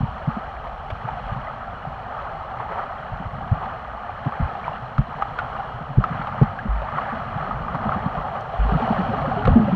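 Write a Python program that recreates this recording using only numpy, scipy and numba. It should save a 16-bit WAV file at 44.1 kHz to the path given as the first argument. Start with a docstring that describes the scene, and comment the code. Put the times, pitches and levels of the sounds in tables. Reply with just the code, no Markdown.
"""Swimmers heard from under water

A sealed camera lies in a pool while two swimmers crawl towards it and one passes overhead.
Strokes and kicks trap air: swarms of small bubbles ring through the housing, large pockets
thump for a few cycles and very large ones boom. Moving water rumbles below them,
and the microphone hisses faintly."""
import sys
import numpy as np
from scipy import signal
from scipy.fft import rfft, irfft
from scipy.io import wavfile
from numba import njit

SR = 44100
rng = np.random.default_rng(int(sys.argv[2]) if len(sys.argv) > 2 else 0)


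def wav_out(sig):
    """Save sig, one row per channel (or a flat mono array), as 16-bit PCM at SR to the path in sys.argv[1]."""
    wavfile.write(sys.argv[1], SR, np.round(np.clip(np.atleast_2d(sig).T, -1, 1) * 32767).astype(np.int16))


N = 429975


def undb(db):
    """Turn decibels into a plain multiplier."""
    return 10 ** (np.asarray(db) / 20)


def unit(x):
    """Scale a sound to an average power of 1."""
    return x / np.sqrt(np.mean(x ** 2))


def colour(x, points):
    """Filter a sound so that its tone follows a curve of (pitch_hz, gain_db) points."""
    size = 8192
    hz, db = np.transpose(points)
    grid_hz = np.maximum(np.arange(size // 2 + 1), 1) * SR / size
    gain = undb(np.interp(np.log(grid_hz), np.log(hz), db))
    cepstrum = irfft(np.log(gain), size)
    # folding this onto its first half makes the filter ring only after a sound, never before
    cepstrum[1:size // 2] *= 2
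    cepstrum[size // 2 + 1:] = 0
    response = irfft(np.exp(rfft(cepstrum)), size)
    return signal.fftconvolve(x, response)[:len(x)]


@njit
def ring(n, start_s, pitch_hz, ring_s, peak, glide, rise_cycles, hold, overtone):
    """Air in water pulses like a spring: each note swells, glides and fades 60 dB over ring_s."""
    out = np.zeros(n)
    for k in range(len(start_s)):
        t = np.arange(int(ring_s[k] * SR) + 2) / SR
        rise = (1 - np.exp(-t * pitch_hz[k] / rise_cycles)) ** 2
        fade = np.exp(-np.log(1000) * (t / ring_s[k]) ** hold)  # hold 1: plain fade; 2: held, then cut
        swell = rise * fade
        swell *= peak[k] / swell.max()
        first, cycles = int(start_s[k] * SR), 0.
        for i in range(min(len(t), n - first)):
            cycles += pitch_hz[k] * 2 ** (glide[k] * cycles) / SR  # glide is in octaves per cycle
            octave = overtone * np.cos(4 * np.pi * cycles + 1)  # a wide, lopsided swing adds this
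            out[first + i] += swell[i] * (np.cos(2 * np.pi * cycles) + octave)
    return out


def ring_rows(table, pitch_ratio, rise_cycles, hold, overtone=0.):
    """Ring one note per row; each cycle multiplies its pitch by pitch_ratio."""
    start_s, level_db, pitch_hz, ring_s = np.transpose(table)
    glide = np.full(len(start_s), np.log2(pitch_ratio))
    return ring(N, start_s, pitch_hz, ring_s, undb(level_db), glide, rise_cycles, hold, overtone)


def swarm(count, low_hz, high_hz, ring_cycles, spread_db, rise_cycles, tilt):
    """Random bubbles, a few much louder than the rest; more tilt favours the high ones."""
    when, height, glide, luck = rng.random((count, 4)).T
    pitch_hz = low_hz * (high_hz / low_hz) ** height
    extra_db = np.minimum(-spread_db * np.log(1 - luck), 11)
    peak = pitch_hz ** tilt * undb(extra_db)
    start_s, ring_s = when * N / SR, ring_cycles / pitch_hz
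    return unit(ring(N, start_s, pitch_hz, ring_s, peak, .02 * glide, rise_cycles, hold=.83, overtone=0.))


def clicks(start_s, level_db):
    """Silence with a one-sample spike at each start time."""
    spikes = np.zeros(N)
    spikes[(start_s * SR).astype(int)] = undb(level_db)
    return spikes


def microphone_hiss(fizz_db):
    """A faint, high hiss that partly follows the level of the fizz."""
    # tone of the hiss: pitch_hz, gain_db
    hiss_tone = [(3000, -44), (4700, -5), (5500, -1), (7000, -9.5), (9500, -13), (11000, -18), (13500, -18),
                 (14500, -31.5)]
    level_db = -73.5 + 0.61 * (fizz_db - np.median(fizz_db))
    return undb(level_db) * unit(colour(rng.standard_normal(N), hiss_tone))


def rumble(gurgle_db, deep_db):
    """Small gulps of trapped air, and below them the flow of water past the housing."""
    # tone of the gurgling air: pitch_hz, gain_db
    gurgle_tone = [(40, -27.5), (85, 1), (130, 5), (180, -0.5), (235, -1.5), (280, -8), (330, -15),
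                   (600, -66), (3000, -120)]
    # tone of the deep flow: pitch_hz, gain_db
    deep_tone = [(8, -18), (22, -1.5), (40, 6.5), (60, 6.5), (85, 2), (140, -39), (2000, -120)]
    gulps = swarm(900, low_hz=69.6, high_hz=274.6, ring_cycles=17.6, spread_db=1.5,
                  rise_cycles=0.52, tilt=.9)
    noise = undb(16.5) * rng.standard_normal(N)  # most of its power is filtered away
    gurgle = unit(colour(gulps + noise, gurgle_tone))
    deep = unit(colour(rng.standard_normal(N), deep_tone))
    return undb(gurgle_db) * gurgle + undb(deep_db) * deep


def churn(wash_db, fizz_db, bright_db):
    """Near bubbles stand out of the wash of far ones; the housing colours both."""
    # how the housing passes sound: pitch_hz, gain_db
    housing_tone = [(150, -38), (260, -16.5), (325, -23.5), (390, -16.5), (500, -11.5), (765, 1.5),
                    (990, -6), (1240, 0), (1460, -7.5), (2000, -14.5), (2500, -26), (4000, -70.5),
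                    (14000, -120)]
    # tone of the fine fizz: pitch_hz, gain_db
    fizz_tone = [(1000, -59), (1900, -15.5), (2300, -4.5), (2680, -6.5), (2910, -2), (3350, -7.5),
                 (3600, -16), (4300, -12.5), (4700, -25), (5500, -29), (7000, -42), (14000, -62)]
    near = swarm(14000, low_hz=301.3, high_hz=5076.0, ring_cycles=41.7, spread_db=2.0,
                 rise_cycles=0.99, tilt=0.47)
    far = undb(6) * rng.standard_normal(N)
    wash = unit(colour(near + far, housing_tone))
    fizz = unit(colour(near + far, fizz_tone))
    low = signal.sosfiltfilt(signal.butter(2, 1000, fs=SR, output="sos"), wash)
    high = wash - low
    wash = undb(-bright_db / 2) * low + undb(bright_db / 2) * high
    return undb(wash_db) * wash + undb(fizz_db) * fizz


def splash_lift(wash_db):
    """How many dB the splashes add to the wash: each cloud of bubbles swells and fades."""
    # bubble clouds from hands and feet: peak_s, level_db, fade_s
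    splashes = [(.32, -32, 0.046), (.66, -32.5, 0.053), (1.08, -32, 0.068), (1.3, -34, .05),
                (1.44, -33, 0.073), (2.2, -32, 0.17), (2.609, -26.5, 0.032), (2.72, -24, .03),
                (2.79, -26, .06), (3.641, -29, 0.12), (4.26, -28.5, 0.026), (4.43, -31, 0.18),
                (4.67, -31, .1), (5.11, -35, 0.024), (5.21, -31.5, 0.071), (5.4, -32, .05),
                (5.57, -32, 0.23), (6.05, -31, .03), (6.13, -31.5, 0.16), (6.41, -30.5, .08),
                (6.81, -44, 0.03), (6.981, -26.5, 0.056), (7.09, -30, 0.045), (7.44, -29, 0.17),
                (7.68, -41, 0.014), (7.75, -25.5, 0.016), (7.929, -26, 0.057), (8.01, -37, .05),
                (8.17, -27.5, 0.055), (8.28, -31.5, .03), (8.36, -28, 0.075), (8.72, -35, .06),
                (8.85, -23.5, 0.027), (8.95, -27, 0.089), (9.179, -27, 0.032), (9.26, -27, 0.016),
                (9.32, -34.5, 0.059), (9.489, -26.5, 0.065)]
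    rise_share, step = 0.61, 32  # rise time as a share of the fade; samples per level step
    t = np.arange(0, N, step) / SR
    power = 0
    for peak_s, level_db, fade_s in splashes:
        from_peak = np.where(t < peak_s, (peak_s - t) / rise_share, t - peak_s)
        power += undb(2 * level_db) * np.exp(-2 * from_peak / fade_s)
    return 10 * np.log10(1 + np.repeat(power, step)[:N] / undb(2 * wash_db))


def ticks():
    """Faint, bright crackles, each two or three milliseconds long."""
    # the crackles: start_s, strength_db
    crackles = [(0.9014, -57), (4.9816, -50), (5.221, -46), (5.3877, -63), (6.0387, -51), (6.4303, -48),
                (7.7494, -54), (8.4085, -47), (9.4534, -44), (9.4759, -48)]
    # tone of a crackle: pitch_hz, gain_db
    tick_tone = [(1500, -12.5), (4500, 8), (7000, -5.5), (10000, -17), (14000, -19.5)]
    start_s, strength_db = np.transpose(crackles)
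    fade = np.exp(-np.arange(500) / (0.0016 * SR))
    bursts = signal.fftconvolve(clicks(start_s, strength_db), fade)[:N]
    return undb(4.5) * colour(bursts * rng.standard_normal(N), tick_tone)


def clear_notes():
    """Short, slightly rising notes: single bubbles, plus the loudest thump's brief overtone at 6.41 s."""
    # clear notes: start_s, level_db, pitch_hz, ring_s
    notes = [(1.4706, -31, 1940, 0.034), (4.6413, -32.5, 2240, 0.03), (4.7316, -38.5, 2760, 0.033),
             (6.412, -15.5, 428, 0.024), (8.689, -27.5, 402, 0.14), (8.798, -27, 435, 0.067),
             (9.109, -25.5, 530, 0.11), (9.129, -25, 416, 0.099), (9.24, -24, 530, 0.14),
             (9.369, -26, 399, 0.27), (9.476, -10, 495, 0.023), (9.677, -20, 552, 0.072)]
    return ring_rows(notes, pitch_ratio=1.003, rise_cycles=1.6, hold=1.02)


def pops():
    """A loud bubble pinches off with a short knock through the housing, then rings."""
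    # loud bubbles: start_s, level_db, pitch_hz, ring_s, knock_db (higher means a harder knock)
    loud_bubbles = [(0.052, -28, 890, 0.089, -54), (0.903, -21.5, 630, 0.033, -26.5),
                    (1.087, -17.5, 866, 0.025, -46), (1.294, -24.5, 1157, 0.061, -52),
                    (1.851, -21, 750, 0.026, -47), (2.189, -23, 1207, 0.074, -43),
                    (2.6, -22, 886, 0.037, -42), (3.409, -23.5, 760, 0.069, -46),
                    (3.477, -23, 815, 0.026, -40), (3.553, -28.5, 833, 0.086, -50),
                    (4.094, -19, 766, 0.044, -54), (4.322, -22, 1120, 0.03, -37),
                    (4.552, -23, 765, 0.03, -40), (4.68, -13, 950, 0.016, -52),
                    (4.981, -14, 1254, 0.017, -39), (5.222, -11, 1210, 0.028, -47),
                    (5.223, -17, 800, 0.03, -41), (5.388, -16, 1380, 0.041, -29),
                    (5.428, -27, 700, 0.03, -39), (5.596, -21, 768, 0.06, -41),
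                    (6.04, -9.5, 1246, 0.026, -41), (6.216, -22, 1290, 0.03, -45),
                    (6.271, -22, 1130, 0.024, -31), (6.43, -26, 830, 0.018, -27.5),
                    (6.589, -22.5, 1580, 0.045, -36), (6.818, -25.5, 572, 0.069, -29),
                    (6.984, -14, 1077, 0.04, -52), (7.51, -17.5, 1207, 0.052, -52),
                    (7.682, -18.5, 1160, 0.045, -59), (7.892, -14.5, 1170, 0.019, -50),
                    (7.921, -13.5, 1310, 0.024, -49), (8.002, -20, 772, 0.034, -55),
                    (8.058, -22, 1120, 0.033, -37), (8.252, -22, 815, 0.054, -52),
                    (8.492, -25, 765, 0.026, -44), (8.538, -18, 684, 0.059, -47),
                    (8.798, -25.5, 806, 0.03, -29), (8.822, -17.5, 836, 0.068, -37),
                    (8.927, -15, 720, 0.029, -41), (9.22, -19.5, 740, 0.023, -35),
                    (9.314, -16.5, 753, 0.088, -47), (9.37, -16, 690, 0.031, -48),
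                    (9.453, -21, 1310, 0.027, -23.5), (9.473, -15, 1120, 0.02, -31.5),
                    (9.652, -21, 656, 0.035, -43)]
    # tone of a knock through the housing: pitch_hz, gain_db
    knock_tone = [(300, -21.5), (800, -4.5), (1300, -5), (2200, -10.5), (3200, -17), (4400, -29.5),
                  (5000, -41), (9000, -54), (14000, -66)]
    start_s, level_db, pitch_hz, ring_s, knock_db = np.transpose(loud_bubbles)
    glide = np.full(len(start_s), 0.0057)
    notes = ring(N, start_s, pitch_hz, ring_s, undb(level_db), glide,
                 rise_cycles=0.36, hold=1.17, overtone=0.)
    spikes = clicks(start_s, level_db + knock_db)
    t = np.arange(1300) / SR
    knock_shape = np.exp(-t / 0.0063) * (1 - np.exp(-t / 0.00019))
    bursts = signal.fftconvolve(spikes, knock_shape)[:N] * rng.standard_normal(N)
    return notes + undb(39.0) * colour(bursts + undb(11.5) * spikes, knock_tone)


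def shoves():
    """A limb shoves water past the housing: one deep swing of pressure, sagging in pitch."""
    # pushes of water: start_s, level_db
    pushes = [(.004, -24), (.028, -31), (3.117, -26), (3.253, -31), (3.513, -22.5), (4.396, -26),
              (4.421, -18), (4.981, -14.5), (5.971, -12), (6.412, -18), (6.648, -32), (8.169, -27),
              (8.718, -22), (9.449, -25), (9.475, -10), (9.503, -18.5), (9.554, -21)]
    pitch_hz, ring_s = 58.4, 0.087
    rows = [(start_s, level_db, pitch_hz, ring_s) for start_s, level_db in pushes]
    return ring_rows(rows, pitch_ratio=0.85, rise_cycles=0.36, hold=1.8)


def booms():
    """Very large pockets of air pulse slowly, giving a long, deep note."""
    # very large air pockets: start_s, level_db, pitch_hz, ring_s
    huge_pockets = [(1.227, -29, 43.8, 0.41), (3.849, -34.5, 56.3, 0.45), (6.679, -15, 51.6, 0.34),
                    (8.584, -12.5, 50.5, 0.39)]
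    return ring_rows(huge_pockets, pitch_ratio=1.005, rise_cycles=.33, hold=1.7, overtone=0.07)


def thumps():
    """A large pocket of air pulses for a few cycles and a smaller one splits off it."""
    # large air pockets: start_s, level_db, pitch_hz, ring_s
    large_pockets = [(0.004, -14, 159, 0.02), (0.028, -11, 129, 0.026), (0.079, -33, 80, 0.05),
                     (0.273, -11, 150, 0.036), (0.365, -20, 219, 0.033), (0.917, -21.5, 91, 0.044),
                     (1.039, -24, 125, 0.053), (1.112, -31, 141, 0.05), (1.312, -20, 107.6, 0.043),
                     (1.35, -25.5, 134, 0.1), (1.868, -23.5, 144, 0.03), (3.117, -23, 95, 0.041),
                     (3.198, -22.5, 177, 0.036), (3.253, -21.5, 101, 0.031), (3.513, -6.5, 104, 0.029),
                     (4.257, -22, 265, 0.039), (4.26, -13.5, 135.7, 0.035), (4.397, -13.5, 150, 0.03),
                     (4.42, -13.5, 74, 0.064), (4.981, -8.5, 137.5, 0.048), (5.806, -26.5, 155, 0.06),
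                     (5.971, -4.5, 125.5, 0.048), (5.886, -25.5, 145, 0.081), (6.102, -19.5, 154, 0.045),
                     (6.412, -1.5, 139.7, 0.038), (6.193, -21.5, 178, 0.025), (6.65, -22, 216, 0.05),
                     (6.934, -31, 158, 0.091), (7.121, -25.5, 236, 0.07), (7.356, -17.5, 143, 0.028),
                     (7.596, -22, 144, 0.031), (7.739, -20, 153, 0.045), (7.85, -19, 220, 0.072),
                     (7.957, -19.5, 201, 0.04), (8.058, -11.5, 164, 0.023), (8.169, -22, 153, 0.037),
                     (8.718, -14.5, 182, 0.037), (8.743, -12, 160, 0.061), (8.815, -20.5, 246, 0.09),
                     (8.901, -11.5, 224, 0.039), (8.982, -15, 195, 0.085), (9.084, -23, 235, 0.07),
                     (9.275, -22, 255, 0.049), (9.36, -21, 187, 0.029), (9.448, -13.5, 103, 0.068),
                     (9.476, -5, 135, 0.024), (9.504, -12, 84.5, 0.1), (9.555, -2.5, 237, 0.063),
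                     (9.589, -11, 234, 0.13), (9.672, -16, 199, 0.045), (9.722, -11.5, 199, 0.055)]
    pitch_ratio, rise_cycles = 0.99, 0.87
    main = ring_rows(large_pockets, pitch_ratio, rise_cycles, hold=2.3, overtone=0.088)
    start_s, level_db, pitch_hz, ring_s = np.transpose(large_pockets)
    split_db = level_db - 11.5 - 14 * np.maximum(np.log2(pitch_hz / 150), 0)  # small ones hardly split
    split_rows = np.transpose([start_s + 0.00609, split_db, 1.59 * pitch_hz, 2.0 * ring_s])
    return main + ring_rows(split_rows, pitch_ratio, rise_cycles, hold=1.3)


def scene():
    """Add the hiss, the moving water and the single sounds into one channel."""
    # the water's slowly changing levels: time_s, wash_db, fizz_db, gurgle_db, deep_db,
    # bright_db (how far the wash's treble is raised over its bass)
    water_levels = [(0.0, -34.5, -53, -34.5, -33.5, -2.5), (0.38, -32.5, -53, -44, -41, 2.5),
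                    (0.72, -36, -55, -45, -37.5, -2), (1.22, -33, -52, -40, -41, 3),
                    (1.63, -34, -55, -43, -42.5, 1.5), (2.5, -33.5, -54.5, -41.5, -42, -1),
                    (3.07, -33, -54, -44, -44, 3), (3.42, -34, -54.5, -34.5, -38.5, -0.5),
                    (3.99, -33.5, -55, -45, -46, 1.5), (4.64, -33.5, -52.5, -40, -43.5, 2),
                    (4.95, -34.5, -54.5, -42, -45.5, -1), (5.48, -32.5, -52, -40, -41.5, 0.4),
                    (5.92, -36, -55.5, -39.5, -43, -2.5), (6.19, -30, -51, -35, -43, 4),
                    (6.65, -33.5, -54.5, -37, -42.5, 0.5), (7.03, -28.5, -50, -36.5, -45.5, 5.5),
                    (7.55, -33, -53.5, -34, -38, -1.2), (7.87, -28, -50.5, -28.5, -39, -1.5),
                    (8.47, -33, -53, -42, -46.5, -4.5), (8.69, -27.5, -46.5, -32.5, -43, -1.2),
                    (8.91, -26, -46, -30.5, -40, -3), (9.37, -27, -48.5, -29, -36.5, -3),
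                    (9.54, -29, -49, -19, -39, -4), (9.75, -28.5, -48.5, -30, -38, 0)]
    time_s, *columns = np.transpose(water_levels)
    t = np.arange(N) / SR
    wash_db, fizz_db, gurgle_db, deep_db, bright_db = [np.interp(t, time_s, c) for c in columns]
    lift_db = splash_lift(wash_db)
    fizz_db += 0.51 * lift_db  # the fizz swells about half as many dB as the wash
    hiss = microphone_hiss(fizz_db)
    water = churn(wash_db + lift_db, fizz_db, bright_db) + rumble(gurgle_db, deep_db)
    single_sounds = thumps() + shoves() + booms() + clear_notes() + pops() + ticks()
    return (hiss + water + single_sounds)[None]


def record(dry):
    """The loudest thumps flatten against a rounded ceiling, and the highest treble is cut."""
    ceiling, hardness, top_hz = .63, 10, 14150
    flattened = dry / (1 + np.abs(dry / ceiling) ** hardness) ** (1 / hardness)
    treble_cut = signal.ellip(8, .2, 70, top_hz, fs=SR, output="sos")
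    return signal.sosfilt(treble_cut, flattened)


dry = scene()
out = record(dry)
wav_out(out)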